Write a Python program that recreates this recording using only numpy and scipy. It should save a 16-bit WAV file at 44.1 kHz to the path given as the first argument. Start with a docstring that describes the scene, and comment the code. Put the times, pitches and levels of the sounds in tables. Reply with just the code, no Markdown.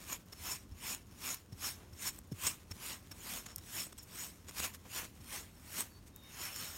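"""Grooming a dog's short coat

A porous block is raked over the fur about two and a half times a second, close by in a quiet room.
Hairs flick off its edge as a dense rasp and set it ringing in the treble; the contact point decides
which modes speak. Between strokes it scuffs the fur and lands on the flank with a soft thump. Snags
tick, ruffled hairs crackle, and later come tiny static sparks and a few faint squeaks."""
import sys
import numpy as np
from scipy import signal
from scipy.fft import rfft, irfft, next_fast_len
from scipy.io import wavfile
from scipy.ndimage import uniform_filter1d, map_coordinates

SR = 44100
rng = np.random.default_rng(int(sys.argv[2]) if len(sys.argv) > 2 else 0)


def waveform_to_disk(signal):
    """Save audio, clipped to [-1, 1], as 16-bit WAV at the path in sys.argv[1]."""
    frames = np.transpose(np.atleast_2d(signal))
    scaled = np.clip(frames, -1, 1) * 32767
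    samples = np.round(scaled).astype(np.int16)
    wavfile.write(sys.argv[1], SR, samples)


N = 298557
TIME = np.arange(N) / SR
TOP_HZ = 15850

# Rumble and hiss of the room. Each row: frequency in Hz, relative spectral level in dB.
ROOM_SPECTRUM = [(20, -20), (32, -22), (48, 0.5), (65, -3.5), (88, 2), (130, -8), (180, -6.5), (290, -11),
                 (450, -18), (700, -24), (1100, -25.5), (2400, -40.5), (5000, -41), (16000, -62)]
# Rasp of the hairs. Each row: frequency in Hz, relative spectral level in dB.
RASP_SPECTRUM = [(60, -12.5), (200, 2.5), (450, -4), (750, -4), (1050, -1.5), (1700, -2), (2600, -3.6),
                 (3700, -5), (4900, -7), (6100, -4.5), (7600, -10), (8800, -7), (10400, -10.5),
                 (12500, -9.5), (15600, -11.5)]
# Modes of the block, four lengthwise, then three weak crosswise ones.
# Each row: frequency in Hz, half-width in Hz, relative level in dB.
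BLOCK_MODES = [(5395, 130, 2.5), (6866, 294, 1.5), (8140, 220, 0), (13470, 205, -2.5), (9320, 230, -10),
               (9830, 160, -7.5), (11420, 540, -7)]
# Lowest resonance of the air gap between block, hand and coat. Each row: time in seconds, pitch in Hz.
GAP_PITCH = [(6.45, 1034), (6.8, 1434)]
# Faint squeaks. Each row: centre in seconds, half length in seconds, pitch in Hz, level in dB.
SQUEAKS = [(5.939, .05, 4490, -66.5), (6.193, 0.054, 3700, -68), (6.247, 0.039, 3709, -58.5)]
# The block lands or bears down on the flank.
# Each row: start in seconds, thump level in dB, starting pitch in Hz, relative scuff level in dB.
LANDINGS = [(.324, -56, 131.7, -47), (0.717, -40.5, 101, -66), (1.116, -49, 147, -67),
            (1.523, -38.5, 161, -55.5), (1.927, -45, 109, -59), (2.317, -31.5, 248, -53),
            (2.442, -40.5, 95, -47), (2.71, -37.5, 122, -44.5), (3.114, -48, 153, -46.5),
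            (3.579, -48, 139, -53), (4.589, -46, 70, -60), (5.205, -47, 134, -63)]
# Snags and stronger sparks. Each row: start in seconds, peak level in dB, tilt in dB per octave.
TICKS = [(.891, -30, 1), (0.948, -22.5, 6), (1.345, -26, 2), (2.189, -31, 7), (3.337, -26.5, 3),
         (3.561, -20.5, 8), (3.583, -31.5, 6), (4.511, -34, -0.5), (4.602, -24, -1.5), (5.032, -38, -5),
         (5.062, -46, -9), (5.244, -38, 4), (5.731, -29, 15), (5.807, -20, 12), (6.162, -32.5, 16),
         (6.237, -42, 15), (6.562, -23, 0)]
# The edge catches the fur. Each row: centre in seconds, relative level in dB, half length in seconds,
# tilt in dB per octave, ring of the block in dB, contact point (0 at the end, 0.5 in the middle).
SCUFFS = [(0.026, -55, 0.051, 0.1, -4, 0.061), (0.128, -37.5, 0.0062, -0.3, 14, 0.5),
          (0.521, -41.5, 0.016, 1, 10, 0.041), (0.558, -49, .01, 0.5, 8, 0.035),
          (1.815, -61.5, 0.071, -3.5, -4, .05), (2.079, -37, 0.019, 2.5, 8, 0.063),
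          (2.155, -58.5, 0.038, 1.5, 6, 0.28), (2.188, -49, 0.0038, -3, 22.5, .333),
          (2.472, -28.5, 0.0054, 1.5, 18.5, 0.4), (3.465, -45, 0.0058, -0.5, 10, 0.45),
          (3.505, -54.5, 0.034, -2, 8.5, 0.054), (3.868, -51.5, 0.006, -5.5, 26, .333),
          (3.927, -50.5, 0.0042, -1.5, 12, 0.28), (3.984, -44.5, 0.0053, 2, 13.5, 0.31),
          (3.999, -52.5, 0.0099, -2, 30, .13), (4.034, -55.5, 0.012, 10, 12, 0.076),
          (4.49, -48, 0.012, -1, 5, 0.032), (4.647, -38, 0.017, 1, -5, .45),
          (4.748, -51, .014, 1.5, 5, 0.18), (4.86, -53.5, 0.0099, -5.5, 1, .05),
          (5.051, -50, .01, -1, -4, .05), (5.801, -40, 0.022, 1, 11.5, .295),
          (6.076, -59.5, 0.014, 1, 2, 0.33)]
# Strokes grow rounder as the hand eases. Each row: time in seconds, relative steepness of the swell.
STEEPNESS = [(1, 3.5), (2, 3), (5, 2.52), (6.6, 1.95)]
# Strokes. Each row: fastest moment in seconds, relative level in dB, rise in seconds, fall in seconds,
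# air gap resonance in dB, ring of the block in dB, contact point (0 at the end, 0.5 in the middle).
STROKES = [(.125, -43.5, 0.041, 0.032, 1.5, 7, .42), (.502, -42, 0.073, 0.053, -1.5, 5.5, 0.035),
           (.9, -40.5, 0.061, 0.047, 3, 6, .05), (1.293, -40, 0.059, 0.049, -1, 6.5, 0.12),
           (1.66, -39, 0.037, 0.05, -5, 7, 0.13), (2.061, -41, 0.045, 0.03, -1, 5.5, 0.035),
           (2.463, -37, 0.039, 0.043, 1.5, 8, .38), (2.9, -43, 0.072, 0.046, -1, 4.5, 0.38),
           (3.345, -43, 0.094, .054, -12, 5.5, 0.42), (3.808, -40.5, 0.077, 0.034, -14, 4, 0.02),
           (4.222, -44, 0.067, 0.054, -4, 9, .29), (4.598, -39.5, 0.031, 0.016, -2, 5, 0.4),
           (4.64, -39, .02, 0.033, 5, 5.5, .47), (4.982, -40.5, 0.045, 0.041, 1.5, 1.5, 0.43),
           (5.35, -43.3, 0.047, 0.052, -2.5, 4, 0.33), (5.793, -41, 0.057, 0.035, -3.5, 8.5, 0.28),
           (6.45, -42.5, 0.062, 0.041, 2.5, 7.5, 0.19), (6.629, -43.5, 0.091, 0.063, -2, 10, .18),
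           (6.771, -49, 0.095, .03, -10, 12, 0.21)]


def amp(db):
    """Decibels to amplitude ratio."""
    return 10 ** (np.asarray(db) / 20)


def unit(x):
    """Normalisation to an rms of 1."""
    return x / np.sqrt(np.mean(x ** 2) + 1e-20)


def along(points, hz):
    """Interpolation of (Hz, value) points on a logarithmic frequency axis."""
    knots_hz, values = np.transpose(points)
    return np.interp(np.log(hz + 1), np.log(knots_hz), values)


def wobble(t, rate):
    """Smooth random modulation: a spline with `rate` knots a second."""
    return map_coordinates(rng.standard_normal(1024), [(t - t[0]) * rate], mode="wrap")


def around(size):
    """Time in seconds, for `size` samples on each side of an event."""
    return np.arange(-size, size) / SR


def add(track, s, sound):
    """Superposition: the sound joins the track, centred on time s."""
    at = round(s * SR) - len(sound) // 2 + np.arange(len(sound))
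    inside = (at >= 0) & (at < N)
    track[at[inside]] += sound[inside]


def filtered(x, response):
    """Zero-phase filtering by a function of frequency."""
    size = next_fast_len(len(x) + 2048)
    return irfft(rfft(x, size) * response(np.fft.rfftfreq(size, 1 / SR)), size)[:len(x)]


def resound(x, gain):
    """Causality: a minimum-phase body with this gain over frequency rings only after it is struck."""
    size = next_fast_len(len(x) + 2048)
    size += size % 2
    magnitude = np.maximum(gain(np.fft.rfftfreq(size, 1 / SR)), 1e-6)
    cepstrum = irfft(np.log(magnitude), size)
    cepstrum[1:size // 2] *= 2
    cepstrum[size // 2 + 1:] = 0
    return irfft(rfft(x, size) * np.exp(rfft(cepstrum)), size)[:len(x)]


def resonance(hz, centre, half_width, db):
    """Power response of one resonance, 6 dB down at a half-width from its centre."""
    return (amp(db) / (1 + ((hz - centre) / half_width) ** 2)) ** 2


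def mode_drive(ring_db, point, node_db):
    """Modal coupling in dB: each lengthwise mode loses node_db when rubbed at one of its nodes."""
    return ring_db - node_db * np.sin(np.pi * point * np.arange(1, 5)) ** 2


def colour(hz, tilt, modes_db=(), gap_power=0):
    """Powers add: rasp, air gap and block modes form one normalised gain, tilted in dB per octave."""
    power = amp(along(RASP_SPECTRUM, hz)) ** 2 + gap_power
    for k, (centre, half_width, db) in enumerate(BLOCK_MODES):
        change_db = modes_db[k] if k < len(modes_db) else 0
        power = power + resonance(hz, centre, half_width, db + change_db)
    gain = np.sqrt(power) * amp(tilt * np.log2(np.clip(hz, 500, TOP_HZ)))
    return gain / np.sqrt(np.mean(gain ** 2 * (hz < TOP_HZ)))


def flicks(t, rate, spread_db, slide):
    """Friction as shot noise: hairs flick off the edge as uneven impulses over a sliding hiss."""
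    struck = rng.random(len(t)) < rate / SR
    sign, size, hiss = rng.standard_normal((3, len(t)))
    impulses = struck * np.sign(sign) * amp(spread_db * size.clip(-2, 2))
    return unit(unit(impulses) + slide * hiss)


def room(level_db=-58.0):
    """Stationary noise: a low rumble under a faint hiss."""
    noise = filtered(rng.standard_normal(N), lambda hz: amp(along(ROOM_SPECTRUM, hz)))
    return amp(level_db) * unit(noise)


def rustle(level_db=-69.0, tilt=0.3, damped_db=-8):
    """Elastic recovery: ruffled hairs spring back in a faint crackle that hardly rings the block."""
    stir = amp(level_db + 2.8 * wobble(TIME, rate=48))
    force = stir * flicks(TIME, rate=250, spread_db=10, slide=2.0)
    return resound(force, lambda hz: colour(hz, tilt, [damped_db] * len(BLOCK_MODES)))


def sparks(full_rate=9, level_db=-49, spread_db=4, edge_hz=12000):
    """Frictional charging: the brushed coat gives off thin static ticks, more often as charge builds."""
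    charge = np.clip(TIME / TIME[-1] * 2 - .5, 0, 1)
    fired = rng.random(N) < charge * full_rate / SR
    cracks = fired * amp(level_db + spread_db * rng.standard_normal(N).clip(-2, 2))
    return resound(cracks, lambda hz: 2 / (1 + (edge_hz / (hz + 1)) ** 4))


def squeaks(waver=0.0075):
    """Random modulation of pitch and level makes thin tones waver as they swell and fade."""
    out, t = np.zeros(N), around(SR // 6)
    for s, half_s, hz, db in SQUEAKS:
        cycles = np.cumsum(hz * (1 + waver * wobble(t, rate=160))) / SR
        swell = amp(db + 3.4 * wobble(t, rate=53.4)) * np.exp(-(t / half_s) ** 2)
        add(out, s, swell * np.sin(2 * np.pi * cycles))
    return out


def thumps(rest_hz=76.5, attack_s=0.0017, settle_s=0.011, pat_db=-7, pat_ratio=1.95, pat_damping_s=0.13):
    """Damped oscillation: the flank gives with a pat and a low swing that sags as the push eases."""
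    out, t = np.zeros(N), np.maximum(around(SR // 3), 0)
    for s, db, start_hz, _ in LANDINGS:
        t60 = .155 * amp(-.3 * (db + 40))  # a firmer hand damps the flank sooner
        decay_db = -60 * t / t60
        cycles = rest_hz * t + (start_hz - rest_hz) * settle_s * (1 - np.exp(-t / settle_s))
        swing = amp(decay_db) * np.sin(2 * np.pi * cycles)
        pat = amp(pat_db + decay_db - 60 * t / pat_damping_s) * np.sin(2 * np.pi * pat_ratio * cycles)
        add(out, s, amp(db) * (1 - np.exp(-t / attack_s)) * (swing + pat))
    return out


def ticks(t60=0.0028):
    """Impulsive excitation: a snag lets go or a spark jumps, and the crack dies in milliseconds."""
    out, t = np.zeros(N), around(1024)
    for s, db, tilt in TICKS:
        burst = (t >= 0) * amp(-60 * np.abs(t) / t60) * rng.standard_normal(len(t))
        crack = resound(burst, lambda hz: colour(hz, tilt))
        add(out, s, amp(db) * crack / np.abs(crack).max())
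    return out


def scuffs(trim_db=0.25, damped_db=-3, grazes_per_s=5.6, lag_s=.006):
    """Transient friction: a corner of the block catches, lands on or grazes the fur in a coarse burst."""
    out, t = np.zeros(N), around(SR // 12)
    # Rows as in SCUFFS. The block lands near one end, so its lowest mode rings.
    landings = [(s + lag_s, db, 0.0069, 0.1, 16.5, 0.156) for s, _, _, db in LANDINGS]
    graze_times = TIME[rng.random(N) < grazes_per_s / SR]
    grazes = [(s, -68, 0.0066, 5.0, 9, rng.random() / 2) for s in graze_times]
    for s, db, half_s, tilt, ring_db, point in SCUFFS + landings + grazes:
        modes_db = np.maximum(mode_drive(ring_db, point, node_db=30), damped_db)
        swell = amp(db + trim_db + 1.5 * wobble(t, rate=380)) * np.exp(-(t / half_s) ** 2)
        force = swell * flicks(t, rate=3000, spread_db=6.0, slide=0.87)
        add(out, s, resound(force, lambda hz: colour(hz, tilt, modes_db)))
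    return out


def air_gap(hz, s, db, overtone_ratio=2.45):
    """Cavity resonance: power of two modes of the air under the hand, rising in the last slow rub."""
    lowest_hz = np.interp(s, *np.transpose(GAP_PITCH))
    upper_hz = lowest_hz * overtone_ratio
    lowest = resonance(hz, lowest_hz, 0.14 * lowest_hz, db)
    return lowest + resonance(hz, upper_hz, 0.25 * upper_hz, db - 2)


def moving_contact(x, depth_db=1.9, ring_depth_db=3.0):
    """Varying coupling: as the contact moves, narrow bands flare and fade, most where the block rings."""
    hz, _, spectra = signal.stft(x, SR, nperseg=512)
    flicker = uniform_filter1d(rng.standard_normal(spectra.shape), size=5, axis=0)  # across frequency
    flicker = uniform_filter1d(flicker, size=7, axis=1)  # across time
    depth = along([(3000, depth_db), (5500, ring_depth_db), (8500, ring_depth_db), (14000, depth_db)], hz)
    gain = amp(depth[:, None] * unit(flicker))
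    gain /= np.sqrt(np.mean(gain ** 2, axis=1, keepdims=True))
    return signal.istft(spectra * gain, nperseg=512)[1][:N]


def strokes(trim_db=-0.06, usual_db=-42, grip_scatter_db=0.3):
    """Forced vibration: flicking hairs drive the block, which rings more once its edge has bitten in."""
    out, t = np.zeros(N), around(SR // 2)
    contact = signal.windows.tukey(len(t), .7)  # the far tails of each stroke fade smoothly to nothing
    for s, db, rise_s, fall_s, gap_db, ring_db, point in STROKES:
        exponent = 0.98 * np.interp(s, *np.transpose(STEEPNESS))
        tilt = 0.59 + 0.15 * (db - usual_db)  # harder strokes are brighter
        grip_db = grip_scatter_db * rng.standard_normal(4)  # each grip damps the modes anew
        modes_db = mode_drive(ring_db, point, node_db=8) - grip_db  # the broad face blurs the nodes
        progress = t / np.where(t < 0, rise_s, fall_s)
        swell = amp(db + trim_db) * contact / (1 + np.abs(progress) ** exponent)
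        tufts = amp(0.22 * wobble(t, rate=40) + 0.37 * wobble(t, rate=260))  # the coat resists in clumps
        force = swell * tufts * flicks(t, rate=4500, spread_db=3.5, slide=0.85)
        # The edge digs in, then comes free; the force is shared between sliding and biting.
        bite = (1 + np.tanh(progress + 0.72)) / 2 * np.exp(-(progress / 1.7) ** 2)
        for share, extra_tilt, damping_db in [(1 - bite, 0.5, 6), (bite, 0.85, 1)]:
            body = lambda hz: colour(hz, tilt + extra_tilt, modes_db - damping_db, air_gap(hz, s, gap_db))
            add(out, s, resound(force * share, body))
    return moving_contact(out)


def scene():
    """Superposition of direct sound: all sources are close and dry, on one channel."""
    return (strokes() + scuffs() + ticks() + thumps() + squeaks() + rustle() + sparks() + room())[None]


def record(dry):
    """Band limiting: an ideal low-pass filter removes everything above TOP_HZ."""
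    return filtered(dry[0], lambda hz: hz < TOP_HZ)[None]


dry = scene()
out = record(dry)
waveform_to_disk(out)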